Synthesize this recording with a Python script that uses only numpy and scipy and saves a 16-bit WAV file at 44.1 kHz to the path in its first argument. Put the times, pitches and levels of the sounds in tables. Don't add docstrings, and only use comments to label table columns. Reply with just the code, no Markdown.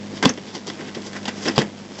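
import sys
import numpy as np
from scipy import signal
from scipy.fft import rfft, irfft, next_fast_len
from scipy.io import wavfile
from scipy.ndimage import map_coordinates

SR = 44100
rng = np.random.default_rng(int(sys.argv[2]) if len(sys.argv) > 2 else 0)


def wav_record(signal):
    frames = np.transpose(np.atleast_2d(signal))
    bounded = np.clip(frames, -1, 1)
    quanta = np.round(bounded * 32767).astype(np.int16)
    wavfile.write(sys.argv[1], SR, quanta)


N = 88200
T = np.arange(N) / SR

# frequency in Hz, gain in dB.
MIC_RESPONSE = [(20, -14), (60, -6), (110, -1), (160, 0), (7600, 0), (7900, -5), (8150, -22), (8400, -60),
                (8700, -110)]
BAND_EDGE_HZ = MIC_RESPONSE[-1][0]


def amp(db):
    return 10 ** (np.asarray(db) / 20)


def unit(x):
    return x / np.sqrt(np.mean(x ** 2) + 1e-20)


def along(points, hz):
    point_hz, value = np.transpose(points)
    return np.interp(np.log(hz + 1), np.log(point_hz + 1), value)


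def curves(rows):
    s, *columns = np.transpose(rows)
    return [np.interp(T, s, column) for column in columns]


def wobble(rate):
    return map_coordinates(rng.standard_normal(400), [T * rate], mode="wrap")


def filtered(x, response):
    size = next_fast_len(N + SR // 2)
    return irfft(rfft(x, size) * response(np.fft.rfftfreq(size, 1 / SR)), size)[:N]


def struck(x, gain, size=8192):
    magnitude = np.maximum(gain(np.fft.rfftfreq(size, 1 / SR)), 1e-6)
    cepstrum = irfft(np.log(magnitude))
    cepstrum[1:size // 2] *= 2
    cepstrum[size // 2 + 1:] = 0
    impulse = irfft(np.exp(rfft(cepstrum)))
    return signal.fftconvolve(x, impulse / np.linalg.norm(impulse))[:N]


def dying(s, t60):
    return (T >= s) * np.exp(-np.log(1000) * np.maximum(T - s, 0) / t60)


def ring(s, hz, t60):
    return dying(s, t60) * np.sin(2 * np.pi * hz * (T - s))


def grains():
    grains_per_s, spread_db = 3000, 4.5
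    hit = rng.random(N) < grains_per_s / SR
    size_db = spread_db * np.clip(rng.standard_normal(N), -2, 2)
    return unit(hit * rng.choice([-1, 1], N) * amp(size_db))


def engine():
    # time in seconds, firing pitch in Hz, level in dB.
    drone = [(0, 101.8, -35), (.12, 102.7, -34.5), (.22, 100.8, -39), (.45, 100.4, -42), (.9, 100.4, -41),
             (1.25, 100.6, -37), (1.5, 100.3, -36), (1.72, 99.7, -40), (2, 101, -44)]
    orders_db = [-21, -7.5, -12, 0, -18, -13, -19, -18, -17, -16, -21, -20]
    # frequency in Hz, density in dB per Hz.
    din_colour = [(25, -15), (50, -15), (78, -17), (130, -11), (180, -5), (240, 0), (330, -3), (450, -7),
                  (650, -11), (1000, -13.5), (1350, -17.5), (2000, -16.3), (2600, -19.2), (3300, -18.8),
                  (4100, -21.3), (5200, -20.5), (7700, -26)]
    # time in seconds, level in dB before its wobble.
    din_course = [(0, -37.5), (.2, -38.5), (.42, -41), (.63, -40), (.9, -38.8), (1.2, -38.5), (1.4, -36.5),
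                  (1.55, -36), (1.66, -39), (1.74, -42), (1.9, -41.3), (2, -39.5)]
    firing_hz, hum_db = curves(drone)
    turn = 2 * np.pi * np.cumsum(firing_hz / 2 * (1 + .003 * wobble(18))) / SR
    hum = np.zeros(N)
    for order, level in enumerate(orders_db, 1):
        phase = rng.uniform(0, 2 * np.pi) + .1 * wobble(25)
        hum += amp(level + 1.2 * wobble(11)) * np.sin(order * turn + phase)
    rough = rng.standard_normal(N) + grains()
    din = unit(filtered(rough, lambda hz: amp(along(din_colour, hz)) * (hz < BAND_EDGE_HZ)))
    din_db = curves(din_course)[0] + .9 * wobble(35)
    flutter = 1 + .25 * np.sin(2 * turn)
    return amp(hum_db) * unit(hum) + amp(din_db) * din * flutter


def trench(x):
    # frequency in Hz, 60 dB decay time in seconds.
    decay_times = [(150, .27), (400, .26), (1500, .16), (7000, .11)]
    hz, t, noise = signal.stft(rng.standard_normal(SR // 2), SR, nperseg=256)
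    decay = np.exp(-np.log(1000) * t / along(decay_times, hz)[:, None])
    tail = signal.istft(noise * decay, SR, nperseg=256)[1]
    delay = np.zeros(SR // 250)
    return signal.fftconvolve(x, np.r_[delay, tail / np.linalg.norm(tail)])[:N]


def concrete(force, centre_hz):
    # frequency in Hz, relative density in dB per Hz.
    grit_colour = [(100, -28), (350, -5), (650, 3), (1000, 2.5), (1300, -3), (1900, 0), (2400, -5.5),
                   (3300, -2.5), (4000, -8.5), (4800, -4.5), (5700, -5), (6500, -8), (7700, -11.5)]
    # frequency in Hz, half-power width in Hz, strength in dB before ring_db.
    resonances = [(670, 60, -2), (1040, 70, -3), (1290, 63, -8), (1565, 50, 3), (2010, 100, -2),
                  (2665, 45, -2), (3050, 64, -4), (3390, 90, -2), (4660, 180, -4), (5145, 80, -2)]
    ring_db = 1
    focus_db, focus_octaves = 7.2, .72

    def gain(hz):
        peaks = sum(amp(db + ring_db) ** 2 / (1 + (2 * (hz - c) / w) ** 2) for c, w, db in resonances)
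        focus = focus_db * np.exp(-(np.log2((hz + 1) / centre_hz) / focus_octaves) ** 2)
        return amp(along(grit_colour, hz) + focus) * np.sqrt(1 + peaks) * (hz < BAND_EDGE_HZ)
    return struck(force, gain)


def crunches():
    # crest in seconds, rise and fall over 20 dB in seconds, grit level in dB,
    # body level in dB, centre of the grit in Hz.
    swells = [(.135, .03, .03, -49, -32, 1500), (.172, .05, .05, -36, -38, 4500),
              (.239, .014, .035, -19, -12.5, 1700), (.26, .01, .013, -18, -11, 900),
              (.281, .02, .025, -28, -28, 1900), (.298, .025, .022, -25, -21, 2000),
              (.378, .005, .04, -39, -32, 2500), (.48, .05, .08, -38, -38, 4000),
              (.554, .03, .055, -31, -29.5, 4500), (.678, .02, .05, -30.5, -27.5, 4500),
              (.737, .02, .03, -38, -41, 3500), (.808, .04, .045, -33, -28, 2000),
              (.888, .08, .04, -38, -37, 2500), (.973, .02, .045, -38, -27, 1800),
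              (1.075, .06, .03, -33.5, -34, 6000), (1.167, .035, .035, -29.5, -35, 1600),
              (1.2835, .016, .028, -21.5, -26, 2300), (1.375, .04, .08, -39, -41, 6000),
              (1.433, .025, .035, -29, -41, 6000), (1.461, .016, .025, -23, -20.5, 4000),
              (1.483, .028, .029, -19, -17, 1900), (1.515, .03, .04, -36, -33, 3000),
              (1.565, .025, .05, -29, -29, 3800), (1.589, .01, .026, -18.5, -16, 3200),
              (1.619, .03, .028, -23.5, -19.5, 1900), (1.652, .03, .06, -47, -33, 1500),
              (1.776, .015, .06, -43, -48, 4500), (1.96, .08, .04, -42, -48, 5000),
              (1.99, .016, .06, -32.5, -41, 5500)]
    # frequency in Hz, relative density in dB per Hz.
    body_colour = [(30, -42), (90, -26), (140, -10), (185, -5), (235, 1), (280, -1.5), (330, 2),
                   (385, -2.5), (440, -2), (600, -13), (1000, -21), (2500, -50)]
    grit, body_power = np.zeros(N), np.zeros(N)
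    for s, rise, fall, grit_db, body_db, hz in swells:
        swell = 10 ** -np.maximum((s - T) / rise, (T - s) / fall)
        grit += concrete(amp(grit_db) * swell * grains(), hz)
        body_power += (amp(body_db) * swell) ** 2
    shake = np.sqrt(body_power) * rng.choice([-1, 1], N)
    return grit + struck(shake, lambda hz: amp(along(body_colour, hz)))


def snaps():
    # start in seconds, starting level in dB before the colouring,
    # 60 dB decay time of the crumbling in seconds, centre in Hz.
    cracks = [(.2265, -13, .055, 2100), (.251, -15, .025, 5500), (.2553, -4.5, .016, 3800),
              (.285, -26, .025, 3500), (.338, -33, .02, 5200), (.375, -33.5, .025, 3000),
              (.669, -30, .04, 6000), (.700, -23.5, .025, 2800), (.948, -29, .08, 3800),
              (1.019, -35.5, .04, 4500), (1.131, -30, .04, 3500), (1.229, -37, .04, 5000),
              (1.2545, -24, .05, 3400), (1.4545, -23, .035, 3000), (1.5798, -8.5, .01, 3000)]
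    out = np.zeros(N)
    for s, db, t60, hz in cracks:
        crumbling = amp(db) * dying(s, t60) * rng.choice([-1, 1], N)
        out += concrete(crumbling, hz)
    return out


def shards(spread=.06, count=5):
    # earliest start in seconds, middle pitch in Hz, level in dB before the share of each
    # mode, 60 dB decay time in seconds.
    clinks = [(.2925, 5700, -15, .025), (.295, 6500, -22, .05), (1.4845, 5000, -13, .03),
              (1.561, 4950, -19, .02), (1.5798, 4900, -3.5, .01)]
    out = np.zeros(N)
    for s, hz, db, t60 in clinks:
        for detune in 1 + spread * rng.uniform(-1, 1, count):
            start = s + rng.uniform(0, .0004)
            out += amp(db - 7) * ring(start, hz * detune, t60)
    return out


def breaks():
    # start in seconds, thud level in dB before a 3 dB lift, punch level in dB,
    # pitch of the thud in Hz.
    blows = [(.2565, -5.5, -3, 205), (.2625, -2, -15, 255), (.302, -13, -24, 240), (1.5799, -7, -2, 230),
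             (1.5872, -8.5, -15, 200), (1.602, -17, -28, 190)]
    # frequency in Hz, relative level in dB, 60 dB decay time in seconds.
    punch_modes = [(520, -2, .012), (740, -1, .01), (1030, -2, .008)]
    thud_t60, thud_rise_s = .04, .002
    out = np.zeros(N)
    for s, thud_db, punch_db, hz in blows:
        rise = 1 - np.exp(-np.maximum(T - s, 0) / thud_rise_s)
        thud = rise * ring(s, hz, thud_t60)
        punch = sum(amp(db) * ring(s, mode_hz, t60) for mode_hz, db, t60 in punch_modes)
        out += amp(thud_db + 3) * thud + amp(punch_db) * punch
    return out


def scene():
    trench_db = -15
    pipe = crunches() + snaps() + breaks() + shards()
    return (pipe + amp(trench_db) * trench(pipe) + engine())[None]


def record(dry):
    overload, clip_top = 1.05, 1
    top_hz = 15900
    squashed = dry[0] / (1 + np.abs(dry[0] / overload) ** 6) ** (1 / 6)
    heard = filtered(squashed, lambda hz: amp(along(MIC_RESPONSE, hz)))
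    clipped = np.clip(heard, -clip_top, clip_top)
    return filtered(clipped, lambda hz: hz < top_hz)[None]


dry = scene()
out = record(dry)
wav_record(out)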